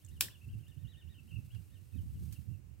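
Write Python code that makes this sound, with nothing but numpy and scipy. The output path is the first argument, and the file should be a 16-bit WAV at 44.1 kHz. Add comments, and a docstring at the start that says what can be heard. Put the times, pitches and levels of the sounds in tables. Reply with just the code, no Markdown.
"""A branch snaps once in a yard: its fibres tear, it cracks, and the ground, a wall and the foliage answer.
Leaves tick and rustle as the branch is handled. Small birds, probably chicks, peep all the while,
each note a quick whistle that leaps up and sags back. Light wind rumbles on the two microphone
ports (the openings that let sound in), over a faint hiss of air."""
import sys
import numpy as np
from scipy import signal
from scipy.fft import rfft, irfft, next_fast_len
from scipy.io import wavfile
from scipy.ndimage import uniform_filter1d, map_coordinates

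SR = 44100
rng = np.random.default_rng(int(sys.argv[2]) if len(sys.argv) > 2 else 0)


def master(y):
    """Save y as 16-bit WAV."""
    cut = np.clip(np.atleast_2d(y).T, -1, 1)
    pcm = np.round(cut * 32767)  # scale
    wavfile.write(sys.argv[1], SR, pcm.astype(np.int16))


N = 123479

# How strongly the leaves are brushed. Each row: time in seconds, relative level in dB.
RUSTLE_LEVELS = [(.4, -68.5), (1, -73.5), (1.25, -69.5), (1.55, -67.5), (1.8, -70), (2.19, -66.5),
                 (2.24, -63), (2.355, -63), (2.385, -65.5), (2.52, -72), (2.62, -76.5)]
# The tone colours of leaves, still air and wind. Each row: frequency in Hz, relative level in dB.
LEAF_COLOUR = [(500, -6.5), (2000, -4.5), (4500, -0.5), (7000, -1.5), (8600, 3), (10500, 1), (14000, 3),
               (16000, -3.5)]
AIR_COLOUR = [(180, -9.5), (300, 6), (431, -4), (922, -13.5), (1870, -14.5), (2440, -13), (2790, -12),
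              (3400, -22.5), (6680, -18), (8700, -18.5), (10300, -28), (13600, -34), (15500, -17.5)]
WIND_COLOUR = [(20, -21), (40, -12.5), (65, 4), (100, 3.5), (160, -9.5), (250, -22), (400, -39),
               (800, -60.5), (2000, -81.5)]
# Stereo width of the background hiss. Each row: frequency in Hz, gain in dB on the difference between left and
# right.
HISS_WIDTH = [(4400, 1.5), (8000, -1.5), (15000, -15.5)]
# Gusts on the left and right port. Each row: time in seconds, relative level in dB.
GUSTS_LEFT = [(0.0, -60), (0.26, -46.5), (0.39, -64), (0.5, -40.5), (0.73, -61.5), (1.29, -58.5),
              (1.5, -48), (1.65, -59.5), (1.99, -56), (2.03, -33), (2.09, -50.5), (2.16, -36.5),
              (2.23, -42), (2.4, -63), (2.79, -59)]
GUSTS_RIGHT = [(0, -73), (.05, -45), (.16, -40), (.39, -53), (.48, -35), (.51, -54), (.545, -35),
               (.61, -36.5), (.65, -47), (.71, -47), (.75, -53.5), (.78, -35.5), (.81, -46), (.85, -33),
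               (.92, -49), (.94, -41), (.99, -56.5), (1.09, -35), (1.13, -51), (1.31, -45.5), (1.34, -37.5),
               (1.39, -27), (1.41, -48.5), (1.48, -40), (1.5, -56.5), (1.55, -33), (1.69, -51),
               (1.74, -42.5), (1.83, -48.5), (1.91, -50.5), (1.955, -31), (2, -30), (2.05, -43.5),
               (2.07, -32), (2.14, -44), (2.29, -29.5), (2.31, -39.5), (2.34, -34.5), (2.37, -59),
               (2.39, -28.5), (2.46, -50), (2.49, -27.5), (2.53, -34), (2.61, -51), (2.67, -42.5),
               (2.79, -47)]
# The near birds' notes. Each row: start in seconds, length in seconds, top pitch in Hz,
# relative level in dB, swell from the middle to the end in dB.
PEEPS = [(.005, 0.09, 3580, -62, 0.5), (.095, .088, 3876, -60, 1), (.3, 0.065, 3500, -53.5, -2),
         (.408, 0.053, 2750, -59, -4), (.482, .066, 3180, -58.5, 1), (.584, 0.065, 3210, -63, -4),
         (.662, 0.068, 3640, -58.5, 0), (.765, 0.1, 3740, -61, -1.5), (.857, 0.099, 3940, -55.5, 1),
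         (.95, 0.082, 3730, -56.5, 2), (1.07, 0.1, 3843, -58.5, 0), (1.135, 0.067, 3060, -57, 4.5),
         (1.275, 0.047, 3160, -57, 4), (1.317, 0.062, 2840, -51.5, 2), (1.5, 0.072, 3336, -55.5, -1.5),
         (1.695, 0.083, 3660, -63.5, 3), (1.895, 0.11, 3920, -66, 2), (1.93, 0.022, 2626, -56.5, 5),
         (2.09, 0.088, 3500, -68, -1), (2.295, 0.076, 3340, -61.5, 5), (2.485, 0.084, 2870, -66, 0),
         (2.7, 0.07, 3200, -76.5, 0.5)]
# The pitch path of a peep. Each row: share of its length, share of its pitch rise.
PEEP_SHAPE = [(0, 0), (.13, .45), (.29, .92), (.43, 1), (.6, .92), (.78, .48), (1, .15)]
# The tone colour of the birds' voices. Each row: frequency in Hz, gain in dB.
PEEP_COLOUR = [(1400, -29), (1650, -24), (1830, -12.5), (2000, -20.5), (2400, -16), (2750, -5), (3050, -12),
               (3300, -16.5), (3700, -10), (4000, -14)]
# How long the yard rings. Each row: frequency in Hz, seconds to fade by 60 dB (called T60).
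YARD_DECAY = [(200, 0.31), (1000, 0.31), (2500, 0.23), (5000, .22), (15000, 0.19)]
# The tone colour of that ringing. Each row: frequency in Hz, relative level in dB.
YARD_COLOUR = [(200, 14), (500, 13), (1200, -3), (3000, -3.5), (8000, -5.5), (15000, 0.5)]
# Twig and leaf ticks. Each row: start in seconds, level in dB, centre frequency in Hz,
# width in octaves, T60 in seconds.
TICKS = [(.048, -53, 7500, 0.2, 0.034), (.064, -58.5, 6900, 0.16, 0.022), (.086, -60.5, 8300, 0.44, 0.069),
         (.165, -68, 8540, 0.15, 0.026), (0.284, -46, 1806, 0.14, 0.016), (0.681, -66.5, 7800, 0.95, 0.059),
         (1.547, -62, 1990, 1.3, 0.057), (2.325, -52, 11000, 2, 0.13)]
# The tone colour of tearing fibres. Each row: frequency in Hz, relative level in dB.
TEAR_COLOUR = [(1000, -1.0), (3500, -6), (12000, 7.5)]
# Bundles of fibres part one after another. Each row: time in seconds, strength in dB.
FIBRE_BREAKS = [(.2091, -12), (.2095, -4.5), (.2107, -11)]
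# The resonances of the breaking wood. Each row: frequency in Hz, relative level in dB.
WOOD_COLOUR = [(180, -26), (300, -22), (500, -24), (800, -26), (1050, -11.5), (1300, -16), (1550, -6),
               (1800, -5), (2100, -14), (2600, -1), (3800, 1), (4450, -2), (5400, 2), (6550, -7.5),
               (7750, 3.5), (8250, 0.5), (8680, 4), (9100, -1.5), (11700, -4), (12500, -2), (13600, -7.5),
               (15000, -3), (16000, -7.5)]
# The snap's timing at the two ports. Each row: frequency in Hz, lead of the left in radians.
PORT_PHASE = [(2500, -1), (3500, -.2), (4500, 1.5), (5600, 1.5), (10000, .5), (16000, .1)]
# The snap's balance at the two ports. Each row: frequency in Hz, left minus right in dB.
PORT_BALANCE = [(450, 3), (3000, 2), (5500, 2), (9000, -1.2), (15000, 1)]
# Echoes of the snap. Each row: delay in seconds, left gain in dB, right gain in dB.
ECHOES = [(.0142, -14, -18), (.03, -30, -27.5), (.037, -28, -39)]

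SNAP_S, SNAP_DB = .2091, -13.5


def amp(db):
    """Turn decibels into a gain to multiply by."""
    return 10 ** (np.asarray(db) / 20)


def unit(x):
    """Scale a signal to an average (rms) level of 1."""
    return x / np.sqrt(np.mean(x ** 2) + 1e-20)


def along(points, hz):
    """Read between the rows of a (frequency, value) table, on a log frequency axis."""
    freqs, values = np.transpose(points)
    return np.interp(np.log(hz + 1), np.log(freqs + 1), values)


def clock():
    """The time of every sample in seconds."""
    return np.arange(N) / SR


def curve(rows):
    """Join (time, value) rows with straight lines, one value per sample."""
    return np.interp(clock(), *np.transpose(rows))


def wobble(rate):
    """A smooth curve through `rate` random values a second."""
    return map_coordinates(rng.standard_normal(1000), [clock() * rate], mode="mirror")


def filtered(x, response):
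    """Multiply each frequency in x by the gain that `response` gives for it."""
    size = next_fast_len(N + SR // 2)
    return irfft(rfft(x, size) * response(np.fft.rfftfreq(size, 1 / SR)), size)[..., :N]


def white_noise(side_db):
    """White stereo noise; the lower side_db, the narrower it sounds."""
    mid, side = rng.standard_normal((2, N))
    return unit(np.array([mid + amp(side_db) * side, mid - amp(side_db) * side]))


def coloured_noise(colour, side_db):
    """Stereo noise shaped by a tone colour table."""
    return unit(filtered(white_noise(side_db), lambda hz: amp(along(colour, hz))))


def band_noise(centre_hz, octaves, side_db):
    """Stereo noise in a bell-shaped band around one frequency."""
    noise = white_noise(side_db)
    return unit(filtered(noise, lambda hz: np.exp(-.5 * (np.log2((hz + 1) / centre_hz) / octaves) ** 2)))


def fade(t, t60):
    """Silence before time zero, then a fall of 60 dB every t60 seconds."""
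    return (t >= 0) * amp(-60 * np.abs(t) / t60)


def leaves():
    """Foliage brushes softly against the moving branch."""
    level_db = curve(RUSTLE_LEVELS) - 4.5 + 1.3 * wobble(rate=120)
    return amp(level_db) * coloured_noise(LEAF_COLOUR, side_db=-7.5)


def hiss():
    """The background hiss sounds wide in the middle range and nearly mono in the highest treble."""
    air = amp(-72.5) * coloured_noise(AIR_COLOUR, side_db=-1)
    left, right = leaves() + air
    mid = (left + right) / 2
    side = filtered((left - right) / 2, lambda hz: amp(along(HISS_WIDTH, hz)))
    return np.array([mid + side, mid - side])


def wind(low_cut_hz=51.3):
    """Gusts rumble on each port, mostly the right; the strongest add a higher flutter."""
    gust_db = np.array([curve(GUSTS_LEFT), curve(GUSTS_RIGHT)])
    eddies = coloured_noise(WIND_COLOUR, side_db=-1)
    power = uniform_filter1d(uniform_filter1d(eddies ** 2, size=700), size=700)
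    eddies /= np.sqrt(np.abs(power) + 0.027)  # even out the noise so the gusts set its level
    flicker_db = 2.5 * np.array([wobble(rate=35), wobble(rate=36.12)])
    rumble = amp(gust_db - 3 + flicker_db) * eddies
    flutter = amp(-77) * unit(amp(1.3 * gust_db)) * band_noise(248.3, octaves=8 ** -.5, side_db=1.5)
    return filtered(rumble + flutter, lambda hz: 1 - 1 / (1 + (hz / low_cut_hz) ** 6))


def peeps(notes, pitch_blur, base_hz=2480, firm_db=-54):
    """Birds whistle a second harmonic over a faint fundamental; weak notes break up and thin at the top."""
    t = clock()
    out = np.zeros(N)
    for start, length, top_hz, db, swell_db in notes:
        during = np.flatnonzero((t > start) & (t < start + length))
        progress = np.clip((t[during] - start) / length, 0, 1)
        quiver = map_coordinates(rng.standard_normal(100), [45 * progress])
        flicker = map_coordinates(rng.standard_normal(100), [14 * progress])
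        frailty = np.clip((firm_db - db) / 7, .15, 1)  # 1 for the weakest notes
        rise = np.interp(progress, *np.transpose(PEEP_SHAPE))
        hz = base_hz + (top_hz - base_hz) * rise
        hz *= 1 + pitch_blur * (.3 + 2 * frailty * rise) * quiver
        phase = 2 * np.pi * np.cumsum(hz) / SR
        harmonic = amp(along(PEEP_COLOUR, hz) - 7 * frailty * rise ** 2) * np.sin(phase)
        fundamental = amp(along(PEEP_COLOUR, hz / 2) - 5) * np.sin(phase / 2)
        level_db = db + swell_db * (2 * progress - 1) + 4 * frailty * flicker
        soft_ends = np.clip(10 * np.minimum(progress, 1 - progress), 0, 1)
        out[during] += amp(level_db) * soft_ends * (harmonic + fundamental)
    return out


def flock(until_s=2.3, note_s=0.045, level_db=-74.5):
    """The rest of the flock peeps far off, at random times and pitches."""
    notes = [(until_s * when, note_s, 2820 * (0.82 + 0.24 * pitch), level_db, 0)
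             for when, pitch in rng.random(size=(24, 2))]
    return peeps(notes, pitch_blur=0.042)


def yard(x):
    """Sound scatters quickly off the foliage and rings on a little longer in the yard."""
    hz, frame_s, bands = signal.stft(white_noise(side_db=-1)[:, :SR // 2], SR, nperseg=256)
    hz = hz[:, None]
    bands *= fade(frame_s, along(YARD_DECAY, hz)) * amp(along(YARD_COLOUR, hz))
    _, tail = signal.istft(bands, SR, nperseg=256)
    t = np.arange(tail.shape[1]) / SR
    scatter = white_noise(side_db=-1)[:, :len(t)] * fade(t, t60=0.12)
    response = amp(-2) * tail / np.linalg.norm(tail[0]) + amp(-11) * scatter / np.linalg.norm(scatter[0])
    build_up = 1 - np.exp(-t / 0.0022)
    return signal.fftconvolve(x[None], response * build_up, axes=1)[:, :N]


def ticks():
    """Twigs and leaves tick: a crisp click over a wide band, then a ring in a narrower one."""
    out = np.zeros((2, N))
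    for start, db, hz, octaves, t60 in TICKS:
        t = clock() - start
        click = amp(-4) * band_noise(hz, 2 * octaves, side_db=-2) * fade(t, t60=.006)
        ring = band_noise(hz, octaves, side_db=-2) * fade(t, t60)
        out += amp(db) * (click + ring)
    return out


def wood_ring(size=2048):
    """The short ring of the wood after one sharp blow."""
    gains = amp(along(WOOD_COLOUR, np.fft.rfftfreq(size, 1 / SR)))
    cepstrum = irfft(np.log(gains))
    folded = np.r_[cepstrum[0], 2 * cepstrum[1:size // 2]]  # so nothing rings before the blow
    ring = irfft(np.exp(rfft(folded, size)))
    return ring / np.linalg.norm(ring)


def snap():
    """Fibres tear, the branch cracks bundle by bundle, and splinters follow; the wood colours it all."""
    t = clock() - SNAP_S
    crack = amp(-6) * fade(t, t60=0.0038) * white_noise(side_db=-10.5)
    tear = amp(-18) * fade(-t, t60=.012) * coloured_noise(TEAR_COLOUR, side_db=-5.5)  # swells to the crack
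    splinters = amp(-5.5) * fade(t, t60=0.019) * white_noise(side_db=-13) * amp(1.6 * wobble(rate=1500))
    force = amp(SNAP_DB) * (crack + tear + splinters)
    for start, db in FIBRE_BREAKS:
        force[:, round(start * SR)] += amp(db)
    return signal.fftconvolve(force, wood_ring()[None], axes=1)[:, :N]


def snap_into_yard():
    """The snap as the yard receives it: one blow with the colour of the wood."""
    blow = np.zeros(N)
    blow[round(SNAP_S * SR)] = amp(2)
    return signal.fftconvolve(blow, wood_ring())[:N]


def ports(x):
    """Sound from the tree reaches each microphone port with its own phase and level."""
    half = np.array([[.5], [-.5]])  # left and right are pushed opposite ways
    return filtered(x, lambda hz: amp(half * along(PORT_BALANCE, hz))
                    * np.exp(1j * half * along(PORT_PHASE, hz)))


def echoes(x):
    """The wall and sheds throw back delayed, quieter copies."""
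    return filtered(x, lambda hz: sum(amp([[left_db], [right_db]]) * np.exp(-2j * np.pi * hz * delay)
                                      for delay, left_db, right_db in ECHOES))


def scene():
    """The snap and its echoes over birds, leaves, air and wind."""
    branch = ports(snap())
    birds = peeps(PEEPS, pitch_blur=.012) + flock()
    reverb = yard(snap_into_yard() + amp(5) * birds)
    return branch + echoes(branch) + birds + reverb + ticks() + hiss() + wind()


def record(dry, top_hz=16000):
    """Cut away the very highest treble."""
    return filtered(dry, lambda hz: np.clip((top_hz - hz) / 200 + .5, 0, 1))


dry = scene()
out = record(dry)
master(out)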